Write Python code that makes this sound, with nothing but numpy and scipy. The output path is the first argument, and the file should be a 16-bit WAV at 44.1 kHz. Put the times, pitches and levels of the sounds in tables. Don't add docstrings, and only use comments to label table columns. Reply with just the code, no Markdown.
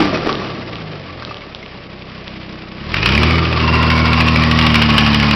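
import sys
import numpy as np
from scipy import signal
from scipy.fft import rfft, irfft, next_fast_len
from scipy.io import wavfile
from scipy.ndimage import uniform_filter1d

SR = 44100
rng = np.random.default_rng(int(sys.argv[2]) if len(sys.argv) > 2 else 0)


def to_linear_factor(level_db):
    exponent = np.asarray(level_db, float) / 20
    return 10 ** exponent


def master(y):
    cut = np.clip(np.atleast_2d(y).T, -1, 1)
    pcm = np.round(cut * 32767)
    wavfile.write(sys.argv[1], SR, pcm.astype(np.int16))


N = 236111

# time in seconds, firing rate in Hz.
FIRING_RATE = [(0.0, 107.36), (0.167, 83.98), (0.346, 70.82), (1.045, 46.23), (1.384, 35.55),
               (1.576, 32.22), (2.455, 31.78), (2.763, 30.82), (2.935, 42.97), (3.176, 73.89),
               (3.341, 82.46), (3.435, 82.93), (3.606, 79.19), (3.855, 79.72), (4.373, 78.4),
               (4.608, 78.52), (4.969, 74.01), (5.354, 71.85)]
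# time in seconds, fuel from 0 to 1.
FUEL_SUPPLY = [(0.0, 0.002), (0.06, 0.002), (0.16, 0.002), (0.3, 0.018), (1.0, 0.002), (1.42, 0.002),
               (1.7, 0.002), (2.25, 0.157), (2.36, 0.209), (2.76, 0.175), (2.86, 0.55), (2.96, 1.0),
               (3.14, 0.896), (3.36, 0.563), (3.46, 0.382), (3.6, 0.529), (3.75, 0.644), (5.354, 0.685)]
IDLE_HZ = 32
TURN_START_S, TURN_END_S = 3.7, 4.7

# dB at idle, dB per Hz of firing rate, dB added at full fuel, dB added once turned.
CLATTER_LAW, BONNET_LAW = (-39, 0.1969, 10.5, 2.5), (-52, 0.3424, 15.5, 3.5)
ROAR_LAW, BOOM_LAW = (-38, 0.2239, 3, 0), (-58.5, 0.4436, 18.5, -21)
THUMP_LAW, KNOCK_LAW = (-46, -0.4016, 21.5, 4), (-18.5, 0.0655, 14, 5)
# dB at idle, dB per Hz, dB at full fuel, dB once turned.
ORDER_LAWS = [(-55.5, 0.3265, 30, -2), (-61, 0.54, 18, 0.9), (-44.5, 0.2779, 14.1, 3),
              (-51.5, 0.3389, 16.5, 5.5)]

# frequency in Hz, gain in dB.
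SILENCER_GAIN = [(50, -9.0), (82, 0), (100, 1.1), (152, -2.1), (185, -0.2), (218, 3), (255, -2.5),
                 (320, 11)]
# start in seconds, length in seconds, dB.
TAILPIPE_SHUDDERS = [
    (0.79, .27, 12.5),
    (1.13, .27, 10.5),
    (3.362, 0.27, -6.5),
]
PULSE_LAW = .55
ODD_TOP_HZ = 84
PUMPING_DB = -51
CYLINDER_DB = [1.0, -1.0, .5, -1.5, .3, -.5]
# frequency in Hz, width in Hz, level in dB.
TAILPIPE_MODES = [(165, 71, 3.5), (215, 33, 1), (300, 28, -13.5)]

# frequency in Hz, density in dB per Hz.
IDLE_SPECTRUM = [(470, -12), (800, -15), (984, -3.5), (1110, -4.5), (1530, -5.5), (2280, -4), (2750, -5.5),
                 (4100, -13), (5000, -11.5), (5810, -25.5), (7550, -63.5), (12800, -120)]
# frequency in Hz, density in dB per Hz.
LOAD_SPECTRUM = [(500, -15), (800, 7), (1400, -4.5), (2300, -1), (3000, -1.5), (3500, -9), (4300, -10.5),
                 (4900, -4.5), (5800, -21.5), (7500, -62)]
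# time in seconds, frequency in Hz, contact in dB.
BONNET_MODE = [(0, 1187, 0.8), (2.85, 1108, -1.2), (3.05, 1142, -10), (3.35, 1188, 0.5), (3.56, 1180, 2),
               (3.68, 1020, 4), (4.2, 1083, -.5), (4.5, 1132, -0.5), (5.354, 1092, -4.5)]
# frequency in Hz, density in dB per Hz.
INJECTOR_SPECTRUM = [(1500, -34), (2600, -11), (3600, 3), (5000, -1), (5800, -5.5), (7500, -54.5)]
# frequency in Hz, density in dB per Hz.
ROAR_SPECTRUM = [(12, -49.5), (20, -24), (60, -14.5), (140, -9), (189, -4), (264, -7.5), (454, -8.5),
                 (507, -10.5), (558, -8), (900, -17.5), (1170, -45), (1980, -120)]

# time in seconds, peak in dB, fall in dB per second.
MUD_SPLATS = [
    (0, -12.5, 118),
    (.14, -17, 122),
    (.28, -17.5, 128.5),
    (.37, -26.5, 36),
]
SPLAT_RISE_DB_PER_S = 245
DIG_S, DIG_DB, DIG_RISE_DB_PER_S, DIG_FALL_DB_PER_S = 5, -50.5, 64, 12
# time in seconds, peak in dB, pitch in Hz, T60 in seconds.
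BODY_CLUNKS = [(.003, -13.5, 795, .09), (.128, -15.5, 629, 0.14), (.148, -15, 2520, 0.074),
               (.265, -13, 444, 0.059), (0.293, -11, 1143, 0.071), (.304, -22, 1180, 0.026),
               (0.417, -22, 1043, 0.071), (1.223, -19.5, 1160, 0.021), (1.229, -24, 1590, 0.038),
               (1.275, -27, 1250, 0.054), (1.293, -27.5, 2620, 0.072), (1.31, -21, 1183, 0.054),
               (1.417, -29.5, 2230, .06), (1.628, -26.5, 2130, 0.044), (2.36, -30, 2100, 0.035)]
# time in seconds, peak in dB, pitch in Hz.
EXTRA_KNOCKS = [(.004, -8, 2730), (.022, -8, 2260), (2.9188, -15, 2460), (2.9437, -18, 2590),
                (2.9672, -5.5, 2600), (3.0285, -1.5, 2600), (3.0586, 3.5, 2400), (3.0894, -4, 3060),
                (3.122, -5.5, 2520), (3.1775, -2.5, 2390), (3.2326, 0.5, 2680), (3.357, -8, 2044),
                (3.4507, -10, 3060), (3.5244, -21, 2450), (3.6277, -18, 2720), (3.901, -3.5, 1950),
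                (4.2027, -1, 2450), (4.2781, -6.5, 2500), (4.6119, -4.5, 2900), (4.667, -3.5, 2870),
                (4.7021, -8.5, 3080), (4.755, 4, 2370), (4.8174, -2.5, 2920), (4.9801, 6, 2780),
                (5.1442, -13, 2300), (5.1993, -6, 2910)]
LOUD_FIRING, KNOCK_FUEL = 3.97, .3
KNOCK_HZ, KNOCK_HZ_SPREAD, KNOCK_SPREAD_DB = 2490, .11, 0.85
KNOCK_T60_S = 0.043
# time in seconds, peak in dB, pitch in Hz.
TWIG_TICKS = [(0.2924, -8, 2620), (0.328, -6, 3800), (0.3537, -8, 3030), (0.7564, -11.5, 3020),
              (0.9336, -19, 2540), (1.25, -9.5, 3720), (1.3443, -13.5, 2920), (1.3698, -15.5, 3060),
              (1.5487, -9.5, 3300), (1.662, -17, 2690), (1.8413, -24, 2680), (2.022, -19, 2680),
              (2.1002, -22, 3080), (2.2798, -11, 3130), (2.3406, -22, 3080), (2.414, -26, 3040),
              (2.55, -34, 3350), (2.869, -27, 2500)]
TICK_T60_S, CLICK_DB = 0.0021, -7.5
HUM_START_S, HUM_END_S, HUM_RISE_S, HUM_DB = 2.26, 2.88, .08, -39.5
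# start in seconds, length in seconds,
# frequency in Hz, level in dB.
PANEL_RATTLES = [(2.86, 0.32, 2470, 5.5), (2.92, 0.082, 1800, 14), (2.987, 0.45, 2950, -2),
                 (3.207, 0.19, 2276, -1), (3.618, 0.33, 2730, 4.5), (3.7, 0.14, 1920, -2),
                 (3.633, .53, 1386, 1.5), (3.898, 0.27, 2236, 2), (4.004, 0.38, 2720, -4.5),
                 (4.18, 0.29, 2440, -0.5), (4.32, .4, 1930, -5.5), (4.58, 0.53, 2855, -3),
                 (4.783, 0.46, 3094, -6.5), (4.878, 0.5, 2466, -7), (4.89, 0.37, 1727, -6)]
RATTLE_EDGE_S = 0.023
BAND_EDGE_HZ, OVERLOAD, CEILING = 5840, 0.72, .705


def evened(x):
    return x / np.sqrt(np.mean(x ** 2) + 1e-20)


def curves(rows):
    s, *columns = np.transpose(rows)
    return [np.interp(np.arange(N) / SR, s, c) for c in columns]


def coloured(x, points):
    f, db = np.transpose(points)
    size = next_fast_len(len(x), True)
    hz = np.fft.rfftfreq(size, 1 / SR)
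    gain = to_linear_factor(np.interp(np.log(hz + 1), np.log(f + 1), db))
    return evened(irfft(rfft(x, size) * gain, size)[:len(x)])


def drift(hz):
    return coloured(rng.standard_normal(N), [(0.1, 0), (hz, 0), (4 * hz, -40), (SR / 2, -200)])


def resonate(x, hz, width):
    turn = np.exp(2j * np.pi * np.cumsum(hz * np.ones(len(x))) / SR)
    r = np.exp(-np.pi * width / SR)
    return 2 * (turn * signal.lfilter([1 - r], [1, -r], x / turn)).real


def plateau(t, start, length, edge):
    return np.clip(np.minimum(t - start, start + length - t) / edge, 0, 1)


def level(law, rate_hz, fuel, turned):
    idle_db, db_per_hz, full_db, turned_db = law
    return idle_db + db_per_hz * (rate_hz - IDLE_HZ) + full_db * fuel + turned_db * turned


def exhaust(firings, state):
    t, rate_hz = np.arange(N) / SR, state[0]
    f, gain_db = np.transpose(SILENCER_GAIN)
    first_db, odd_db, second_db, third_db = [
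        level(law, *state) + np.interp(np.log(k * rate_hz), np.log(f), gain_db)
        for k, law in zip([1, 1.5, 2, 3], ORDER_LAWS)]
    odd_db = odd_db - ORDER_LAWS[1][1] * np.maximum(rate_hz - ODD_TOP_HZ, 0)
    first_db = np.maximum(first_db, PUMPING_DB)
    fourth_db = third_db + 2.5 - 14.2 * np.clip((rate_hz - 34) / 9, 0, 1)
    third_db = third_db + sum(db * plateau(t, s, length, 0.033) for s, length, db in TAILPIPE_SHUDDERS)
    # order, level in dB, phase lag in radians
    orders = [(1, first_db, 0), (1.5, odd_db, np.pi / 2), (2, second_db, 0), (3, third_db, .8),
              (4, fourth_db, 1.1)]
    phase = 2 * np.pi * firings
    return sum(np.sqrt(2) * to_linear_factor(db + .5 * drift(20)) * np.cos(k * phase - lag) for k, db, lag in orders)


def thumps(firings, thump_db):
    at = np.flatnonzero(np.diff(np.floor(firings)) > 0)
    cylinder_db = np.take(CYLINDER_DB, np.arange(len(at)) % len(CYLINDER_DB))
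    puffs = np.zeros(N)
    puffs[at] = to_linear_factor(cylinder_db + 1.2 * rng.standard_normal(len(at)))
    pipe = np.zeros(N)
    for k, (f, width, db) in enumerate(TAILPIPE_MODES):
        mode = evened(resonate(resonate(puffs, f, width), f, 3 * width))
        pipe += (-1) ** k * to_linear_factor(db) * mode
    return to_linear_factor(thump_db) * pipe / np.sqrt(uniform_filter1d(pipe ** 2, 8000))


def combustion(firings):
    strength = to_linear_factor(2.5 * rng.standard_normal(1000))[firings.astype(int)]
    gate = evened(1.84 + strength * np.exp(-((firings + .1) % 1) / 0.12))
    return gate * rng.standard_normal(N) * to_linear_factor(1.78 * drift(25))


def clatter(drive, load, clatter_db):
    idling = coloured(drive, IDLE_SPECTRUM)
    loaded = coloured(drive, LOAD_SPECTRUM) + rattles(drive)
    return to_linear_factor(clatter_db) * (np.sqrt(1 - load) * idling + np.sqrt(load) * to_linear_factor(-1.5) * loaded)


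def bonnet(drive, ring_db):
    ring_hz, contact_db = curves(BONNET_MODE)
    hiss = drive + 0.98 * rng.standard_normal(N)
    ring = evened(resonate(resonate(hiss, ring_hz, 100), ring_hz, 280))
    upper = evened(resonate(resonate(hiss, 1.146 * ring_hz, 70), 1.1 * ring_hz, 200))
    return to_linear_factor(ring_db + contact_db) * evened(ring + to_linear_factor(-8.5) * upper)


def injectors(firings, clatter_db):
    count = firings.astype(int)
    strength_db = 2.5 * rng.standard_normal(1000)[count] + 3 * (count % 2)
    snaps = to_linear_factor(strength_db) * np.exp(-(firings % 1) / .25) * rng.standard_normal(N)
    return to_linear_factor(clatter_db - 13.5) * coloured(snaps, INJECTOR_SPECTRUM)


def roar(roar_db):
    return to_linear_factor(roar_db + 1 + 0.58 * drift(11)) * coloured(rng.standard_normal(N), ROAR_SPECTRUM)


def boom(boom_db):
    return to_linear_factor(boom_db) * evened(resonate(resonate(rng.standard_normal(N), 334.5, 60), 380, 130))


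def mud():
    t = np.arange(N) / SR
    throws = [(s, db, SPLAT_RISE_DB_PER_S, fall) for s, db, fall in MUD_SPLATS]
    throws += [(DIG_S, DIG_DB, DIG_RISE_DB_PER_S, DIG_FALL_DB_PER_S)]
    mud_db = np.max([db - np.maximum(rise * (s - t), fall * (t - s)) for s, db, rise, fall in throws], axis=0)
    landing = rng.random(N) < 900 / SR
    grains = to_linear_factor(2.4 * rng.exponential(1, N).clip(0, 4)) * landing * rng.standard_normal(N)
    bands = [(342, 160, 14.0), (630, 1200, 5.0), (1300, 430, -23)]  # Hz, width Hz, dB
    splat = sum(to_linear_factor(db) * evened(resonate(grains, f, width)) for f, width, db in bands)
    return to_linear_factor(mud_db) * evened(splat)


def clunks():
    out, t = np.zeros(N + 4000), np.arange(4000) / SR
    for s, db, hz, t60 in BODY_CLUNKS:
        rattle = evened(resonate(rng.standard_normal(4000), hz, 1.3 * hz))
        ring = np.sin(2 * np.pi * hz * t) + .5 * rattle
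        out[round(s * SR):][:4000] += to_linear_factor(db - 60 * t / t60) * ring * np.minimum(t / 0.00019, 1)
    return out[:N]


def knock_blows(firings, state):
    at = np.flatnonzero(np.diff(np.floor((firings - LOUD_FIRING) / len(CYLINDER_DB))) > 0)
    at = at[state[1][at] > KNOCK_FUEL]
    at = at[at > SR]
    luck = rng.standard_normal((60, 2)).clip(-2, 2)[:len(at)]
    db = level(KNOCK_LAW, *state)[at] + KNOCK_SPREAD_DB * luck[:, 0]
    hz = KNOCK_HZ * (1 + KNOCK_HZ_SPREAD * luck[:, 1])
    return list(EXTRA_KNOCKS) + list(zip(at / SR, db, hz))


def knocks(blows):
    out, t = np.zeros(N + 8000), np.arange(8000) / SR
    for s, db, hz in blows:
        ping = to_linear_factor(-1.5) * np.sin(2 * np.pi * hz * t) * np.exp(-t / 0.0037)
        ring = to_linear_factor(-0.5) * evened(resonate(rng.standard_normal(8000), hz, 500)) * to_linear_factor(-60 * t / KNOCK_T60_S)
        crack_decay = np.exp(-t / 0.0032) + 0.087 * np.exp(-t / 0.047)
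        crack = to_linear_factor(0.5) * coloured(rng.standard_normal(8000), IDLE_SPECTRUM) * crack_decay
        out[round(s * SR):][:8000] += to_linear_factor(db - 8.0) * (ping + ring + crack) * np.minimum(t / 0.0004, 1)
    return out[:N]


def forest(x):
    t = np.arange(12000) / SR
    echoes = rng.random(len(t)) < 2000 / SR
    taps = rng.choice([-1., 1.], len(t)) * echoes * to_linear_factor(-60 * t / 0.9) * (t > .008)
    return signal.fftconvolve(x, taps / np.linalg.norm(taps))[:N]


def ticks():
    out, t = np.zeros(N + 2000), np.arange(2000) / SR
    click = to_linear_factor(CLICK_DB) * np.sin(2 * np.pi * 1300 * t) * np.exp(-t / 0.00028)
    for s, db, hz in TWIG_TICKS:
        ring = np.sin(2 * np.pi * hz * t) * to_linear_factor(-60 * t / TICK_T60_S)
        out[round(s * SR):][:2000] += to_linear_factor(db + 6.5) * (ring + click) * np.minimum(t / 0.00019, 1)
    return out[:N]


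def hum():
    t = np.arange(N) / SR
    buzzing = plateau(t, HUM_START_S, HUM_END_S - HUM_START_S, HUM_RISE_S)
    return buzzing * to_linear_factor(HUM_DB + .8 * drift(6)) * np.sin(2 * np.pi * 322 * t)


def rattles(drive):
    out = np.zeros(N)
    for start, length, hz, db in PANEL_RATTLES:
        on = np.arange(round(start * SR), min(round((start + length) * SR), N))
        panel = evened(resonate(resonate(drive[on], hz, 140), hz, 330))
        out[on] += to_linear_factor(db) * plateau(on / SR, start, length, RATTLE_EDGE_S) * panel
    return out


def scene():
    t = np.arange(N) / SR
    rate_hz, fuel = curves(FIRING_RATE)[0], np.clip(curves(FUEL_SUPPLY)[0], 0, 1.2)
    turned = np.clip((t - TURN_START_S) / (TURN_END_S - TURN_START_S), 0, 1)
    state = rate_hz, fuel, turned
    pulsing = rate_hz, fuel ** PULSE_LAW, turned
    firings = .45 + np.cumsum(rate_hz) / SR

    pipe = exhaust(firings, pulsing) + thumps(firings, level(THUMP_LAW, *pulsing))
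    clatter_db = level(CLATTER_LAW, *state)
    load = np.clip((clatter_db + 25.5) / 12, 0, 1)
    drive = combustion(firings)
    block = clatter(drive, load, clatter_db) + bonnet(drive, level(BONNET_LAW, *state))
    block += injectors(firings + .1, clatter_db)
    body = roar(level(ROAR_LAW, *state)) + boom(level(BOOM_LAW, *state)) + hum()
    sharp = clunks() + knocks(knock_blows(firings, state)) + ticks()
    return (pipe + block + body + mud() + sharp + to_linear_factor(-8.0) * forest(sharp))[None]


def top_cut(x):
    return signal.sosfilt(signal.butter(12, 15830, fs=SR, output="sos"), x)


def record(dry):
    flattened = np.clip(dry, -OVERLOAD, OVERLOAD)
    low_pass = signal.firwin(255, BAND_EDGE_HZ, window=("kaiser", 10), fs=SR)
    narrow = signal.oaconvolve(flattened, low_pass[None], "same")
    limited = np.clip(narrow, -CEILING, CEILING)
    return top_cut(limited)


dry = scene()
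out = record(dry)
master(out)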